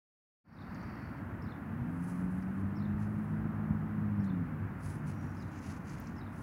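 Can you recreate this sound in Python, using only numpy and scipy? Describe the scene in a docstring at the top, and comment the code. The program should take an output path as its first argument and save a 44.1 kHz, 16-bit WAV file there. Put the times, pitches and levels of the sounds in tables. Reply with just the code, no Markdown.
"""After a short silence, far traffic fades in: low rumble, tyre roar, faint hiss. A small bird starts
repeating a slurred two-note call; another buzzes until 1.3 s. From 1.6 s an engine revs up, its exhaust
orders shaped by the pipe; a second drones in at 2.4 s. Both surge at 4.2 s, then ease off.
Close jacket swishes, dry grass ticks and dull handling bumps, scattered till then, come thickest
after 5 s, where a thin far whistle also sounds briefly."""
import sys
import numpy as np
from scipy import signal
from scipy.fft import rfft, irfft
from scipy.io import wavfile

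SR = 44100
rng = np.random.default_rng(int(sys.argv[2]) if len(sys.argv) > 2 else 0)


def wrap_up_sound(samples):
    """Save the sound to the file named by the first command line argument, as 16-bit audio."""
    columns = np.atleast_2d(samples).T
    # keep every value between -1 and 1, then stretch to whole-number steps
    tamed = np.clip(columns, -1, 1)
    steps = np.round(tamed * 32767).astype(np.int16)
    wavfile.write(sys.argv[1], SR, steps)


N = 283122
TIME = np.arange(N) / SR
FREQS = np.maximum(np.arange(N // 2 + 1) * SR / N, 1)
SURGE_S, SURGE_HALF_S = 4.2, 0.25   # both engines

# revving engine pitch: time_s, second_harmonic_hz
REV_PITCH = [(1.65, 144.3), (1.79, 157.4), (2.02, 175.1), (2.46, 187.9), (2.88, 206.5), (3.39, 213.7),
             (3.95, 212.6), (4.21, 202.5), (4.55, 151.1)]
# revving exhaust orders: multiple, gain_db
REV_HARMONICS = [(2, -0.5), (3, -4.5), (4, -8.5)]
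# exhaust pipe resonance: freq_hz, gain_db
PIPE_RESPONSE = [(135, -12), (170, -0.5), (205, 0), (255, -2), (280, -8.5), (320, -15.5), (430, -25)]
# droning engine speed: time_s, cycle_hz
DRONE_RATE = [(2.5, 47.4), (3.01, 52.2), (3.68, 53.1), (5.7, 47.73)]
# droning exhaust orders: multiple, gain_db
DRONE_HARMONICS = [(1, -36), (2, -6.5), (3, -7.5), (5, -33), (7, -31)]
# traffic rumble: freq_hz, density_db
RUMBLE_SPECTRUM = [(25, -32), (35, -29), (47, -17.5), (60, -3.5), (75, -8), (95, 3), (118, -4.5), (145, -3),
                   (180, -2.5), (230, -3.5), (295, -8), (380, -18), (500, -27.5)]
# tyre roar: freq_hz, density_db
TYRE_SPECTRUM = [(240, -21), (400, -8.5), (480, -3.5), (853, -1), (1450, -1.5), (1870, -6), (2640, -18.5),
                 (3200, -30), (4160, -55), (7040, -120)]
# passing cars: middle_s, half_length_s, boost_db, treble_boost_db
CAR_PASSES = [(.95, 0.28, 0.5, 2.5), (3.65, 0.27, 2.5, -3), (4.6, 0.34, 0.5, 1)]
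# handling bumps: start_s, level_db, pitch_hz, t60_s
CASING_BUMPS = [(1.813, -17, 119, 0.036), (2.937, -23, 90, .055), (3.704, -10, 160, 0.027),
                (3.711, -26, 75, 0.052), (5.244, -22, 147, 0.037), (5.453, -27, 168, 0.027)]
# bird calls: start_s, first_note_db, second_note_db, time_stretch
BIRD_CALLS = [(.521, -66, -58, 0.95), (1.417, -63, -65, 0.98), (2.752, -63, -61.5, 0.96),
              (4.193, -66.5, -66.5, 1.03), (5.364, -61, -77, 1.2), (6.158, -64, -69.5, 1.07)]
# notes of one call: delay_s, rise_s, fall_s, first_hz, top_hz, last_hz
CALL_NOTES = [(0, .012, .046, 4260, 5550, 3620), (0.068, 0.017, .028, 3475, 4390, 3310)]
# bird throat resonance: freq_hz, gain_db
THROAT_RESPONSE = [(3200, -7), (3550, 3), (3850, -3), (4400, -11.5), (5200, -6.5), (5700, -10)]
# far whistle: time_s, pitch_hz, level_db
WHISTLE_CURVE = [(5.1, 5700, -83), (5.19, 5730, -81), (5.27, 5680, -76), (5.34, 5650, -79)]
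# bird buzz: freq_hz, density_db
BUZZ_SPECTRUM = [(3600, -15), (4200, -8), (4550, 2), (5000, -8), (5600, -8.5), (6200, -21), (7200, -27.5)]
# cloth strokes: middle_s, half_length_s, body_db, sheen_db
CLOTH_STROKES = [(2.095, 0.071, -71.5, -67.5), (2.252, 0.25, -80, -74.5), (3.025, 0.03, -74.5, -76),
                 (3.225, .14, -84, -78.5), (4.254, .014, -75, -76), (4.892, 0.048, -64, -62.5),
                 (5.097, 0.025, -67, -68), (5.29, 0.19, -73.5, -79), (5.58, 0.041, -69.5, -95),
                 (5.687, 0.061, -62.5, -68.5), (5.925, 0.052, -66, -71.5), (6.042, 0.097, -71, -82),
                 (6.41, 0.081, -73.5, -73)]
# cloth friction layers: freq_hz, density_db
BODY_SPECTRUM = [(2200, -1.5), (2800, -3.5), (3500, -9), (4700, -3.5), (5500, -3.5), (6300, -1.5),
                 (7000, -4), (8000, -13), (11000, -24)]
SHEEN_SPECTRUM = [(6000, -26), (7800, -6), (9200, -4), (10400, 2), (11000, -2), (11800, -14), (15500, -13)]
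SCRAPE_SPECTRUM = [(1700, -1.5), (2300, 4), (2800, -3), (3300, -16)]
# grass ticks: start_s, level_db, centre_hz
GRASS_SNAPS = [(.745, -62.5, 5670), (.828, -64, 5570), (2.424, -63, 5200), (4.243, -63, 6200),
               (5.422, -60.5, 5960), (5.588, -59, 6000), (5.712, -58, 6270), (5.894, -54, 5750),
               (5.999, -44, 13400), (6.069, -55, 5540)]
# steady hiss: freq_hz, density_db
HISS_SPECTRUM = [(2500, 11), (3500, 2), (4500, -0.5), (5600, -3), (8000, -5), (10000, -1), (12500, -0.5),
                 (15000, -0.5), (16000, 0.5)]


def revving_engine(level_db=-38, surge_db=3.5, waver_db=1.9):
    """Firing rate climbs, holds, falls; each order peaks as it crosses the pipe resonance."""
    firing_hz = in_time(REV_PITCH)[0] / 2
    engine_db = level_db + surge_db * swell(SURGE_S, SURGE_HALF_S)
    exhaust = np.zeros(N)
    for multiple, gain_db in REV_HARMONICS:
        hz = multiple * firing_hz
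        exhaust += exhaust_order(hz, engine_db + gain_db + at_hz(PIPE_RESPONSE, hz), waver_db)
    return exhaust * held(start_s=1.58, attack_s=0.19, end_s=4.68, release_s=0.3)


def droning_engine(level_db=-35.5, surge_db=4.0, coast_db=-4.5, waver_db=2.36):
    """A steadier exhaust note pulls, surges, then coasts away."""
    cycle_hz, = in_time(DRONE_RATE)
    coasting = ramp(start_s=4.22, length_s=0.044)
    surge = swell(SURGE_S, SURGE_HALF_S) * (1 - coasting)
    engine_db = level_db + surge_db * surge + coast_db * coasting
    exhaust = sum(exhaust_order(multiple * cycle_hz, engine_db + gain_db, waver_db)
                  for multiple, gain_db in DRONE_HARMONICS)
    return exhaust * held(start_s=2.35, attack_s=0.55, end_s=5.95, release_s=0.86)


def exhaust_order(hz, level_db, waver_db, jitter_rad=0.083):
    """One engine harmonic, wavering on its way through the air."""
    phase = 2 * np.pi * (np.cumsum(hz) / SR + rng.random()) + jitter_rad * drift(16)
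    return np.sqrt(2) * from_db(level_db + waver_db * drift(8.1)) * np.sin(phase)


def traffic_rumble(level_db=-44, swell_db=3, waver_db=0.8):
    """Uneven low road noise with one broad swell."""
    rumble_db = level_db + swell_db * swell(middle_s=3.25, half_s=3) + waver_db * drift(8.2)
    return from_db(rumble_db) * coloured(RUMBLE_SPECTRUM)


def tyre_roar(level_db=-51.5, fall_db_per_s=0.26, shelf_db=-1.14, shelf_hz=1700):
    """Tyre noise slowly recedes; passing cars lift its level and shift its treble."""
    roar_db, treble_db = level_db - fall_db_per_s * TIME, np.full(N, shelf_db)
    for middle_s, half_s, boost_db, treble_boost_db in CAR_PASSES:
        passing = swell(middle_s, half_s)
        roar_db += boost_db * passing
        treble_db += treble_boost_db * passing
    tyres = coloured(TYRE_SPECTRUM)
    treble = irfft(rfft(tyres) / (1 + (shelf_hz / FREQS) ** 8), N)
    return from_db(roar_db) * (tyres + (from_db(treble_db) - 1) * treble)


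def handling_bumps(rise_s=0.0057, low_cut_hz=42):
    """A hand nudges the casing: a few cycles of a heavily damped low mode."""
    out = np.zeros(N)
    for start_s, level_db, pitch_hz, t60_s in CASING_BUMPS:
        age_s = np.clip(TIME - start_s, 0, 1)
        attack = 1 - np.exp(-(age_s / rise_s) ** 2)
        decay = from_db(level_db - 60 * age_s / t60_s)
        out += 2 * attack * decay * np.sin(2 * np.pi * pitch_hz * age_s)
    return signal.sosfilt(signal.butter(2, low_cut_hz, "high", fs=SR, output="sos"), out)


def whistling_birds(flutter_db=4.0, wobble_depth=0.01444):
    """Two-note calls and one thin whistle: near-pure tones with fast flutter and outdoor echoes."""
    flutter = from_db(flutter_db * drift(150))
    wobble = 1 + wobble_depth * drift(258)
    notes = [thin_whistle()]
    for start_s, first_db, second_db, stretch in BIRD_CALLS:
        for note, level_db in zip(CALL_NOTES, (first_db, second_db)):
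            notes.append(arched_note(start_s, level_db, stretch, note))
    song = sum(gain * np.sin(2 * np.pi * np.cumsum(hz * wobble) / SR) for hz, gain in notes)
    return echoes(song * flutter, level_db=-5.5, t60_s=0.34)


def arched_note(call_s, level_db, stretch, note, edge_s=0.0023, bend=1.5):
    """Pitch and gain of an up-down slur; loudness follows the throat resonance."""
    delay_s, rise_s, fall_s, first_hz, top_hz, last_hz = note
    start_s, top_s, end_s = call_s + stretch * np.cumsum([delay_s, rise_s, fall_s])
    upslur_hz = (first_hz - top_hz) * (1 - ramp(start_s, top_s - start_s)) ** bend
    downslur_hz = (last_hz - top_hz) * ramp(top_s, end_s - top_s) ** bend
    hz = top_hz + upslur_hz + downslur_hz
    return hz, held(start_s, edge_s, end_s, edge_s) * from_db(level_db + at_hz(THROAT_RESPONSE, hz))


def thin_whistle(edge_s=0.02):
    """Pitch and gain of one far, held note."""
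    hz, level_db = in_time(WHISTLE_CURVE)
    start_s, end_s = WHISTLE_CURVE[0][0], WHISTLE_CURVE[-1][0]
    return hz, from_db(level_db) * held(start_s, edge_s, end_s, edge_s)


def buzzing_bird(level_db=-72.5, rough_db=2.0, end_s=1.27, release_s=0.25):
    """A far bird's buzz: a rough, narrow noise band that ends early."""
    fade = 1 - ramp(end_s - release_s, release_s)
    return fade * from_db(level_db + rough_db * drift(50)) * coloured(BUZZ_SPECTRUM)


def cloth_swishes(grain_db=2.0, sheen_grain_db=0.5, flutter_db=2.5, scrape_db=-1.0, dull_span_db=1.0):
    """Fibres slide and catch: grainy friction noise under uneven pressure; dull strokes also scrape."""
    body_power, sheen_power, scrape_power = np.zeros((3, N))
    for middle_s, half_s, body_db, sheen_db in CLOTH_STROKES:
        stroke = swell(middle_s, half_s)
        dullness = np.clip((body_db - sheen_db) / dull_span_db, 0, 1)
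        body_power += stroke * from_db(body_db) ** 2
        sheen_power += stroke * from_db(sheen_db) ** 2
        scrape_power += stroke * dullness * from_db(body_db + scrape_db) ** 2
    catches = drift(180)
    pressure = from_db(flutter_db * drift(23))
    out = np.zeros(N)
    for power, spectrum, depth_db in [(body_power, BODY_SPECTRUM, grain_db),
                                      (sheen_power, SHEEN_SPECTRUM, sheen_grain_db),
                                      (scrape_power, SCRAPE_SPECTRUM, grain_db)]:
        friction = rng.standard_normal(N) * from_db(depth_db * catches)
        out += np.sqrt(power) * coloured(spectrum, friction)
    return pressure * out


def grass_ticks(band_ratio=1.21, rise_s=0.002, t30_cycles=100):
    """Dry blades snap in short crackles; the higher, the shorter."""
    out, age_s = np.zeros(N), TIME[:SR // 8]
    for start_s, level_db, centre_hz in GRASS_SNAPS:
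        edges_hz = [centre_hz / band_ratio, min(centre_hz * band_ratio, 0.45 * SR)]
        band = signal.butter(3, edges_hz, "band", fs=SR, output="sos")
        crackle = rms_one(signal.sosfilt(band, rng.standard_normal(len(age_s))))
        fall_db = 30 * age_s * centre_hz / t30_cycles
        envelope = from_db(level_db - fall_db) * np.minimum(age_s / rise_s, 1)
        out[round(start_s * SR):][:len(age_s)] += crackle * envelope
    return out


def echoes(sound, level_db, t60_s, gap_s=0.008):
    """Direct sound plus scattered returns from ground, trees and walls."""
    age_s = TIME[:SR // 2]
    tail = rng.standard_normal(len(age_s)) * from_db(-60 * age_s / t60_s) * (age_s > gap_s)
    return sound + from_db(level_db) * signal.fftconvolve(sound, tail / np.linalg.norm(tail))[:N]


def hiss(level_db=-73.0):
    """Faint, steady treble noise."""
    return from_db(level_db) * coloured(HISS_SPECTRUM)


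def coloured(spectrum, source=None):
    """White noise or a given source, shaped by a spectrum with steep skirts; unit power."""
    source = rng.standard_normal(N) if source is None else source
    skirts = np.minimum(1, FREQS / spectrum[0][0]) ** 4 * np.minimum(1, spectrum[-1][0] / FREQS) ** 4
    return rms_one(irfft(rfft(source) * skirts * from_db(at_hz(spectrum, FREQS)), N))


def drift(rate_hz):
    """Random wander below a rate; unit power."""
    return rms_one(irfft(rfft(rng.standard_normal(N)) / (1 + (FREQS / rate_hz) ** 2), N))


def ramp(start_s, length_s):
    """Linear rise from 0 to 1."""
    return np.clip((TIME - start_s) / length_s, 0, 1)


def held(start_s, attack_s, end_s, release_s):
    """Attack, hold, release."""
    return ramp(start_s, attack_s) * (1 - ramp(end_s - release_s, release_s))


def swell(middle_s, half_s):
    """Bell curve of height 1."""
    return np.exp(-np.minimum(((TIME - middle_s) / half_s) ** 2, 60))


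def in_time(curve):
    """A curve's value columns at every sample."""
    time_s, *columns = np.transpose(curve)
    return [np.interp(TIME, time_s, column) for column in columns]


def at_hz(spectrum, hz):
    """A spectrum's dB at given frequencies."""
    freq_hz, db = np.transpose(spectrum)
    return np.interp(np.log(hz), np.log(freq_hz), db)


def from_db(db):
    """Decibels to gain."""
    return 10 ** (np.asarray(db) / 20)


def rms_one(x):
    """Scale to unit power."""
    return x / np.sqrt(np.mean(x ** 2) + 1e-20)


def scene():
    """Road, birds and small near sounds over hiss; mono."""
    road = traffic_rumble() + tyre_roar() + revving_engine() + droning_engine()
    birds = whistling_birds() + buzzing_bird()
    near = cloth_swishes() + grass_ticks() + handling_bumps()
    return (road + birds + near + hiss())[None]


def record(dry):
    """Silent start, fade-in, steep treble cut."""
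    fade_in, cutoff_hz = ramp(start_s=0.44, length_s=0.31), 15800
    lowpass = signal.ellip(10, 0.2, 70, cutoff_hz, fs=SR, output="sos")
    return signal.sosfilt(lowpass, dry * fade_in)


dry = scene()
out = record(dry)
wrap_up_sound(out)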